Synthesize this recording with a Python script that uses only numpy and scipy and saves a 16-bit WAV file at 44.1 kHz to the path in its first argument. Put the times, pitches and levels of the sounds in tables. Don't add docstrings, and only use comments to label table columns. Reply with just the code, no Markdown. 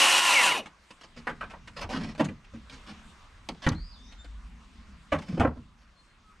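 import sys
import numpy as np
from scipy import signal
from scipy.io import wavfile

SR = 44100
rng = np.random.default_rng(int(sys.argv[2]) if len(sys.argv) > 2 else 0)


def wav_out(sig):
    wavfile.write(sys.argv[1], SR, np.round(np.clip(np.atleast_2d(sig).T, -1, 1) * 32767).astype(np.int16))


N = 282240
TIME = np.arange(N) / SR

# (frequency [Hz], density [dB per Hz])
WIND_COLOUR = [(12, -34), (20, -5), (32, 1.5), (49, 2.5), (85, -9), (113, -17), (201, -11), (400, -47.5),
               (520, -67.5), (880, -120)]
# (time [s], level [dB])
WIND_LEVEL = [(.9, -63), (1.4, -49), (2.2, -54), (5, -53), (5.7, -59)]
# (frequency [Hz], density [dB per Hz])
LEAF_COLOUR = [(180, -43), (300, 2.5), (409, -6), (567, -2.5), (679, -4), (941, -2), (1070, 4), (1200, 1.5),
               (1900, -1.5), (3900, -6.5), (4230, -9), (9420, -18.5), (14900, -79)]
# (time [s], level [dB])
LEAF_LEVEL = [(0, -60.5), (2.55, -62.5), (2.8, -56), (3.8, -62), (5.2, -61.5), (5.68, -66), (6.4, -65)]
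# (frequency [Hz], likeness [0 to 1])
GARDEN_LIKENESS = [(100, 0.98), (500, 0.82), (2000, 0.76), (3500, 0.31), (5500, 1), (9000, 0.89),
                   (12500, 0.28)]

# (time [s], pitch [Hz], level [dB])
SWOOP_CURVE = [(3.75, 4070, -49), (3.83, 4770, -49.5), (3.885, 5000, -53), (3.925, 4470, -51.5),
               (3.965, 3470, -58.5), (4.13, 3770, -56.5)]
SWOOP_WAVER = 0.028
# (start [s], end [s], first pitch [Hz],
# last pitch [Hz], level [dB], waver [share of pitch], octave against the note [dB])
BIRD_NOTES = [(3.882, 3.998, 4880, 4880, -56, 0.015, -32), (4.005, 4.142, 5030, 6100, -56.5, 0.11, -32),
              (4.181, 4.234, 3585, 3650, -50, .008, -7), (5.95, 6.03, 4244, 4160, -60, 0.0092, -19.5),
              (6.037, 6.167, 4290, 4190, -70, .008, -12), (6.22, 6.347, 1183, 1130, -57.5, 0.074, -20)]

# (delay [s], level [dB], left over right [dB])
YARD_ECHOES = [(.0045, -28.5, 3), (0.013, -17.5, 0.5), (0.03, -22, -2.5), (0.059, -23, 4),
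               (0.111, -34.5, -6)]

# (frequency [Hz], density [dB per Hz], t60 [s])
SHEET_MODES = [(55.24, -11.5, 0.61), (90, -2, 0.18), (160, 5, 0.3), (313, 2.5, 0.11), (350, -10.5, 0.3),
               (554, -3, 0.04), (780, -6.5, 0.1), (1070, -6, 0.091), (1810, -11.5, 0.064),
               (2970, -18.5, 0.071), (4740, -30, 0.052), (9470, -35, 0.079), (11500, -52, 0.025),
               (14970, -68, .03)]
SHADE_HZ = (88.5, 149, 274, 553, 1290, 4400, 11900)
# (time [s], level over 30 ms [dB], contact length [s],
# trestle thud [dB], boom [dB], crack [dB], the struck spot's own ring [Hz])
SHEET_KNOCKS = [(1.27, -30, 0.011, -26, -12.5, -3, 1520), (1.409, -35.5, 0.013, -18, -15.5, -1.5, 1450),
                (1.498, -48.5, 0.012, -13, -9, 9, 1440), (1.534, -46, 0.0059, -16, -35, -13, 700),
                (1.841, -37, 0.0023, 16.5, -5, -8, 700), (2.179, -44.5, 0.0071, 5, 2, 13, 670),
                (2.195, -24.5, 0.0059, -10, -1.5, -3.5, 640), (2.207, -24, .002, 1, 13.5, 5.5, 630),
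                (2.286, -37.5, 0.0054, 18.5, 8, -1, 500), (2.536, -38.5, .011, 19, 12, 8.5, 587),
                (3.488, -36.5, 0.0013, -1, 0.5, 5.5, 4400), (3.665, -20, .006, 13, -1, -2, 1470),
                (3.715, -33, 0.012, 24, 8, 5, 614), (5.119, -23, 0.011, -2.5, -6.5, -5, 618),
                (5.283, -33.5, 0.0039, 2, 16, 6, 505), (5.328, -30, 0.0024, 9, 18, -6.5, 500),
                (5.373, -32, 0.0085, 4, 12, -6, 650), (5.398, -21, 0.0026, 23.5, 8.5, 5, 487),
                (5.405, -23.5, 0.0052, -18, -18, -10, 604), (5.447, -22, 0.0035, 6, -5.5, -19.5, 540),
                (5.571, -42, 0.011, 29, 13, -18, 545)]
BOUNCE_S, BOUNCE_AT_DB, BOUNCE_DOUBLING_DB = 0.024, -27, 34
BOUNCE_LOSS_DB, BOUNCE_BOOM_DB = 8.5, 9
# (time [s], level over 30 ms [dB], the struck spot's own ring [Hz])
LIGHT_TAPS = [(.659, -45.5, 980), (.906, -50, 1240), (1.011, -54, 4960), (1.217, -65, 1370),
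              (1.675, -47.5, 1260), (2.15, -51.5, 1730), (2.244, -43, 6950), (2.444, -61, 2580),
              (2.697, -51, 3720), (4.123, -56.5, 4150), (4.245, -53.5, 1690), (5.185, -46.5, 940),
              (5.22, -50, 900)]
TAP_CONTACT_S, TAP_THUD_DB, TAP_BOOM_DB = 0.0038, -5, -6.5
# (start [s], end [s], level over the stroke [dB], boom [dB])
SLIDE_STROKES = [(1.03, 1.056, -50.5, -9), (1.162, 1.203, -45.5, 1.5), (1.762, 1.804, -40.5, -6),
                 (1.807, 1.845, -37.5, -11), (1.888, 1.946, -37.5, -3), (1.926, 1.996, -31.5, 6),
                 (1.976, 2.136, -38, 8), (2.706, 2.79, -50.5, -1), (2.863, 2.933, -45.5, 1.5),
                 (3.619, 3.664, -41.5, -13), (5.188, 5.43, -51.5, 5), (5.773, 5.86, -69.5, -3)]
SLIDE_SKEW, SLIDE_ROUNDNESS = 0.65, 0.67
LIGHT_DB, TAP_CRACK_DB, SLIDE_CRACK_DB, CRACK_PER_DB = -48.5, 13, 9, 0.32
# (time [s], peak level [dB], pitch [Hz])
METAL_CLACKS = [(2.249, -36, 7300), (3.4887, -25, 4200), (3.671, -33.5, 4210), (3.690, -23.5, 4180),
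                (3.689, -28.5, 5750)]

# (multiple of the armature speed [x], level [dB])
WHINE_PARTIALS = [(1, -16.5), (2, -12.5), (3, -5.5), (4, -6.5), (5, -11), (7, -17.5), (8, 1.5), (9, -3.5),
                  (12, -11), (15, -5)]
WHINE_DB, WHINE_SPEED_POWER = -34.5, 0.67
FULL_TURNS_PER_S, BRAKE_AT_S, BRAKE_GRIP_S, BRAKE_TURNS_PER_S2 = 364, 0.27, 0.025, 860
HOUSING_HZ, HOUSING_WIDTH_HZ, HOUSING_DB = 2150, 240, 12.5
MUFFLE_FROM_HZ, MUFFLE_DB_PER_OCTAVE = 3300, 14.5
SAW_STOP_S, SAW_FADE_S = 0.602, 0.056

# (time [s], rush level [dB], treble level [dB])
CUT_LEVEL = [(0.0, -17.5, -26.5), (0.082, -19.5, -30), (0.19, -20, -28.5), (0.21, -24.5, -33.5),
             (0.296, -20.5, -30.5), (0.392, -22.5, -35), (0.458, -22, -32), (0.474, -23, -33.5),
             (0.566, -31, -53), (0.582, -32.5, -43), (0.604, -39.5, -72), (0.62, -49, -68.5)]
# (frequency [Hz], density [dB per Hz])
RUSH_COLOUR = [(60, -35.5), (150, -34.5), (270, -8.5), (420, -12.5), (800, 4.5), (1500, 1.5), (2200, 7.5),
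               (2900, 1), (3500, 1.5), (5800, -8.5), (6800, -9.5), (9200, -4), (11000, -22.5),
               (15000, -43.5)]
# (frequency [Hz], likeness [0 to 1])
RUSH_LIKENESS = [(200, 0.85), (730, 0.92), (1400, 1), (3200, .93), (5300, .997), (8800, 0.98),
                 (14400, 0.59)]
# (frequency [Hz], width [Hz], level [dB])
BLADE_RINGS = [(300, 40, -28.5), (558.3, 16, -21), (843.5, 6.6, -18), (983, 7.2, -10), (1052, 34, -12),
               (1150, 15, -19), (1385, 6, -15), (2506, 9.5, -10.5), (2680, 30, -16), (2730, 45, -7.5),
               (2900, 20, -18), (2878, 45, -9), (2950, 26, -15.5), (3730, 18, -18.5), (4100, 16, -21),
               (4540, 20, -24), (5770, 81, -20.5), (8930, 210, -23)]

TOP_LEAN_HZ, TOP_LEAN_WIDTH_HZ, TOP_LEAN_DB, CUTOFF_HZ = 13500, 4300, 4, 15100


def from_db(db):
    return 10 ** (np.asarray(db) / 20)


def rms_one(x):
    return x / np.sqrt(np.mean(x ** 2) + 1e-20)


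def in_time(rows):
    s, *columns = np.transpose(rows)
    return [np.interp(TIME, s, c) for c in columns]


def at_hz(rows, hz):
    points, *columns = np.transpose(rows)
    return [np.interp(np.log(hz), np.log(points), c) for c in columns]


def panned(x, pan_db):
    return x * from_db(np.array([[0.5], [-0.5]]) * pan_db)


def add(out, s, x):
    start = int(s * SR)
    out[start:start + len(x)] += x[:N - start]


def drift(rate):
    steps = rng.standard_normal(2000)
    return np.interp(TIME * rate, np.arange(len(steps)), steps)


def arch(progress):
    return np.abs(np.sin(np.pi * np.clip(progress, 0, 1)))


def resonance(x, hz, width_hz):
    r = np.exp(-np.pi * width_hz / SR)
    feed = np.array([1, 0, -1]) * (1 - r * r) / 2
    return signal.lfilter(feed, [1, -2 * r * np.cos(2 * np.pi * hz / SR), r * r], x)


def noise_bands(spectrum, likeness, patchy_db, flicker_rate):
    edges = 20 * 2 ** np.arange(0, 9.7, 0.4)
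    centres, bands = [], []
    for low, high in zip(edges, edges[1:]):
        hz = np.sqrt(low * high)
        if spectrum[0][0] / 2 < hz < spectrum[-1][0] * 2:
            band = signal.butter(2, [low, high], "band", fs=SR, output="sos")
            mid, side = signal.sosfilt(band, rng.standard_normal((2, N)))
            alike = np.clip(at_hz(likeness, hz)[0], 0, 1)
            gain = from_db(at_hz(spectrum, hz)[0] + patchy_db * drift(flicker_rate))
            stereo = np.sqrt(1 + alike) * mid + np.sqrt(1 - alike) * side * [[1], [-1]]
            centres.append(hz)
            bands.append(gain * stereo)
    bands = np.array(bands)
    return np.array(centres), bands / bands.sum(0).std()


def garden(wind_trim_db=3, leaves_trim_db=1):
    wind = noise_bands(WIND_COLOUR, GARDEN_LIKENESS, patchy_db=5.0, flicker_rate=4.9)[1].sum(0)
    leaves = noise_bands(LEAF_COLOUR, GARDEN_LIKENESS, patchy_db=2.87, flicker_rate=19)[1].sum(0)
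    wind_gain = from_db(in_time(WIND_LEVEL)[0] + wind_trim_db)
    leaves_gain = from_db(in_time(LEAF_LEVEL)[0] + leaves_trim_db)
    return wind_gain * wind + leaves_gain * leaves


def scattered(x, t60):
    tails = rng.standard_normal((2, SR // 2)) * from_db(-60 * TIME[:SR // 2] / t60)
    return np.array([signal.fftconvolve(x, tail / np.linalg.norm(tail))[:N] for tail in tails])


def whistle_phase(hz, waver):
    return 2 * np.pi * np.cumsum(hz * (1 + waver * drift(450))) / SR


def birds(direct_trim_db=-4, trees_trim_db=-5, trees_t60=0.33):
    hz, db = in_time(SWOOP_CURVE)
    sounding = (TIME > SWOOP_CURVE[0][0]) * (TIME < SWOOP_CURVE[-1][0])
    song = sounding * from_db(db) * np.sin(whistle_phase(hz, SWOOP_WAVER))
    for start, end, first_hz, last_hz, db, waver, octave_db in BIRD_NOTES:
        progress = np.clip((TIME - start) / (end - start), 0, 1)
        phase = whistle_phase(first_hz + (last_hz - first_hz) * progress, waver)
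        note = np.sin(phase) + from_db(octave_db) * np.sin(2 * phase)
        song += from_db(db) * arch(progress) * note
    return from_db(direct_trim_db) * song + from_db(trees_trim_db) * scattered(song, trees_t60)


def yard(x, dull_hz=3500):
    dull = signal.sosfilt(signal.butter(1, dull_hz, fs=SR, output="sos"), x)
    echoes = 0
    for delay, db, pan_db in YARD_ECHOES:
        late = np.interp(TIME - delay, TIME, dull, left=0)
        echoes = echoes + from_db(db) * panned(late, pan_db)
    return echoes


def near_scatter(x, level_db=-7.5, hz=2000, width_hz=4200, t60=0.045):
    return from_db(level_db) * scattered(resonance(x, hz, width_hz), t60)


def microphones(x, pan_db, shade_hz=300):
    upper = signal.sosfilt(signal.butter(1, shade_hz, "high", fs=SR, output="sos"), x)
    return x - upper + panned(upper, pan_db)


def sheet_modes(count=700):
    root_hz = np.linspace(np.sqrt(SHEET_MODES[0][0]), np.sqrt(SHEET_MODES[-1][0]), count)
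    hz = (root_hz + rng.uniform(-0.12, 0.086, count)) ** 2
    level_db, t60 = at_hz(SHEET_MODES, hz)
    t = TIME[:SR // 4]
    height = from_db(level_db) * np.sqrt(np.sqrt(hz) / t60)
    decay = np.exp(-np.log(1000) * t / t60[:, None])
    return hz, height[:, None] * decay * np.sin(2 * np.pi * hz[:, None] * t)


def sheet_answer(sheet, force, thud_db, boom_db, crack_db, spot_hz, spot_db,
                 spot_octaves=0.38, uneven_db=2, top_db=-7):
    hz, modes = sheet
    shade_db = [thud_db, boom_db, boom_db, 0, 0, crack_db, crack_db + top_db]
    db, = at_hz(list(zip(SHADE_HZ, shade_db)), hz)
    db += spot_db * np.exp(-(np.log2(hz / spot_hz) / spot_octaves) ** 2)
    db += uneven_db * rng.standard_normal(len(hz))
    impulse = (rng.choice([-1, 1], len(hz)) * from_db(db)) @ modes
    ring = signal.fftconvolve(impulse, force)
    return ring / np.linalg.norm(ring)


def grit(share, spread_db):
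    size = SR // 4
    touching = rng.random(size) < share
    strength = from_db(spread_db * np.minimum(rng.exponential(1, size), 4))
    return touching * rng.choice([-1, 1], size) * strength


def light_crack(crack_db, db):
    return crack_db + CRACK_PER_DB * (LIGHT_DB - db)


def slides(sheet, rasp_hz=5000, rasp_db=10, thud_db=-3, judder_db=2.0):
    out = np.zeros(N)
    for start, end, db, boom_db in SLIDE_STROKES:
        force = grit(share=0.08, spread_db=6.0)
        length = max(end - start, 0.01)
        force *= arch((TIME[:len(force)] / length) ** SLIDE_SKEW) ** SLIDE_ROUNDNESS
        force *= from_db(judder_db * drift(65.3)[:len(force)])
        crack_db = light_crack(SLIDE_CRACK_DB, db)
        ring = sheet_answer(sheet, force, boom_db + thud_db, boom_db, crack_db, rasp_hz, rasp_db)
        add(out, start, from_db(db) * np.sqrt(length * SR) * ring)
    return out


def blow(sheet, db, contact_s, thud_db, boom_db, crack_db, spot_hz, first_touch=1.75, spot_db=6):
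    level_span_s = 0.03
    force = grit(share=0.013, spread_db=3)
    force[0] = first_touch
    force *= np.exp(-(TIME[:len(force)] / (2 * contact_s)) ** 2)
    ring = sheet_answer(sheet, force, thud_db, boom_db, crack_db, spot_hz, spot_db)
    return from_db(db) * np.sqrt(level_span_s * SR) * ring


def taps(sheet):
    out = np.zeros(N)
    for s, db, spot_hz in LIGHT_TAPS:
        crack_db = light_crack(TAP_CRACK_DB, db)
        add(out, s, blow(sheet, db, TAP_CONTACT_S, TAP_THUD_DB, TAP_BOOM_DB, crack_db, spot_hz))
    return out


def knocks(sheet):
    out = np.zeros(N)
    for s, db, contact_s, thud_db, boom_db, crack_db, spot_hz in SHEET_KNOCKS:
        flight_s = BOUNCE_S * 2 ** ((db - BOUNCE_AT_DB) / BOUNCE_DOUBLING_DB)
        landing = blow(sheet, db, contact_s, thud_db, boom_db, crack_db, spot_hz)
        bounce = blow(sheet, db - BOUNCE_LOSS_DB, contact_s, thud_db + BOUNCE_BOOM_DB,
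                      boom_db + BOUNCE_BOOM_DB, crack_db, spot_hz)
        add(out, s, landing)
        add(out, s + flight_s, bounce)
    return out


def clacks(width_hz=1300, t60=0.016):
    out, t = np.zeros(N), TIME[:SR // 20]
    for s, db, hz in METAL_CLACKS:
        burst = rng.standard_normal(len(t)) * from_db(-60 * t / t60)
        ring = resonance(resonance(burst, hz, width_hz), hz, 2 * width_hz)
        add(out, s, from_db(db) * ring / np.abs(ring).max())
    return out


def armature_speed():
    braked_s = BRAKE_GRIP_S * np.logaddexp(0, (TIME - BRAKE_AT_S) / BRAKE_GRIP_S)
    return np.maximum(FULL_TURNS_PER_S - BRAKE_TURNS_PER_S2 * braked_s, 0)


def still_running():
    return from_db(-20 * np.clip((TIME - SAW_STOP_S) / SAW_FADE_S, 0, 10))


def whine(jitter_hz=3, shimmer_db=3):
    speed = armature_speed()
    phase = 2 * np.pi * np.cumsum(speed + jitter_hz * drift(300)) / SR
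    tones = 0
    for order, db in WHINE_PARTIALS:
        hz = order * speed
        swell_db = HOUSING_DB / (1 + ((hz - HOUSING_HZ) / HOUSING_WIDTH_HZ) ** 2)
        muffle_db = MUFFLE_DB_PER_OCTAVE * np.log2(np.maximum(hz / MUFFLE_FROM_HZ, 1))
        gain = from_db(db + swell_db - muffle_db + shimmer_db * drift(90))
        tones += gain * np.sin(order * phase + rng.uniform(0, 2 * np.pi))
    strength = from_db(WHINE_DB) * (speed / FULL_TURNS_PER_S) ** WHINE_SPEED_POWER
    return np.sqrt(2) * tones * strength * still_running()


def rush(speed, level_db, bright_db, rush_trim_db=-5.5, treble_trim_db=-1, slow_low_db=13, low_hz=1000):
    hz, bands = noise_bands(RUSH_COLOUR, RUSH_LIKENESS, patchy_db=1.0, flicker_rate=32)
    treble = hz > 4500
    low = bands[hz < low_hz].sum(0)
    middle = bands[(hz >= low_hz) & ~treble].sum(0)
    deep = from_db(slow_low_db * (1 - speed / speed[0]) ** 2)
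    body = (deep * low + middle) / np.sqrt(deep ** 2 * low.var() + middle.var())
    hiss = rms_one(bands[treble].sum(0))
    return from_db(level_db + rush_trim_db) * body + from_db(bright_db + treble_trim_db) * hiss


def blade_ring(speed, level_db, bright_db, rub, blade_trim_db=-3.5, upper_trim_db=-23,
               upper_width_hz=25, slow_ring_db=5):
    strikes = rng.standard_normal(SR) * rub[:SR]
    ring = sum(from_db(db) * rms_one(resonance(strikes, hz, width)) for hz, width, db in BLADE_RINGS)
    upper_hz = np.geomspace(3800, 9400, 56) * rng.uniform(0.98, 1.01, size=56)
    upper = sum(rms_one(resonance(strikes, hz, upper_width_hz)) for hz in upper_hz)
    blade = ring * from_db(level_db[:SR] + blade_trim_db)
    blade += upper * from_db(bright_db[:SR] + upper_trim_db)
    blade *= from_db(slow_ring_db * (1 - speed[:SR] / speed[0]))
    return np.pad(blade, (0, N - SR))


def saw(wobble=0.15, gearing=5, top_hz=11500):
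    speed = armature_speed()
    level_db, bright_db = in_time(CUT_LEVEL)
    rub = 1 + wobble * np.sin(2 * np.pi * np.cumsum(speed / gearing) / SR)
    cut = rush(speed, level_db, bright_db) * rub + blade_ring(speed, level_db, bright_db, rub)
    soft_top = signal.butter(2, top_hz, fs=SR, output="sos")
    return signal.sosfilt(soft_top, cut * still_running())


def scene():
    background = garden() + birds()
    sheet = sheet_modes()
    wood = slides(sheet) + taps(sheet) + knocks(sheet) + clacks()
    tool = whine() + saw()
    near = tool + microphones(wood, pan_db=-1.5) + near_scatter(wood)
    return background + near + yard(wood + tool.mean(0))


def record(dry):
    top = resonance(dry, TOP_LEAN_HZ, TOP_LEAN_WIDTH_HZ)
    heard = dry - top + panned(top, TOP_LEAN_DB)
    steep = signal.ellip(10, 0.1, 80, CUTOFF_HZ, fs=SR, output="sos")
    return signal.sosfilt(steep, heard)


dry = scene()
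out = record(dry)
wav_out(out)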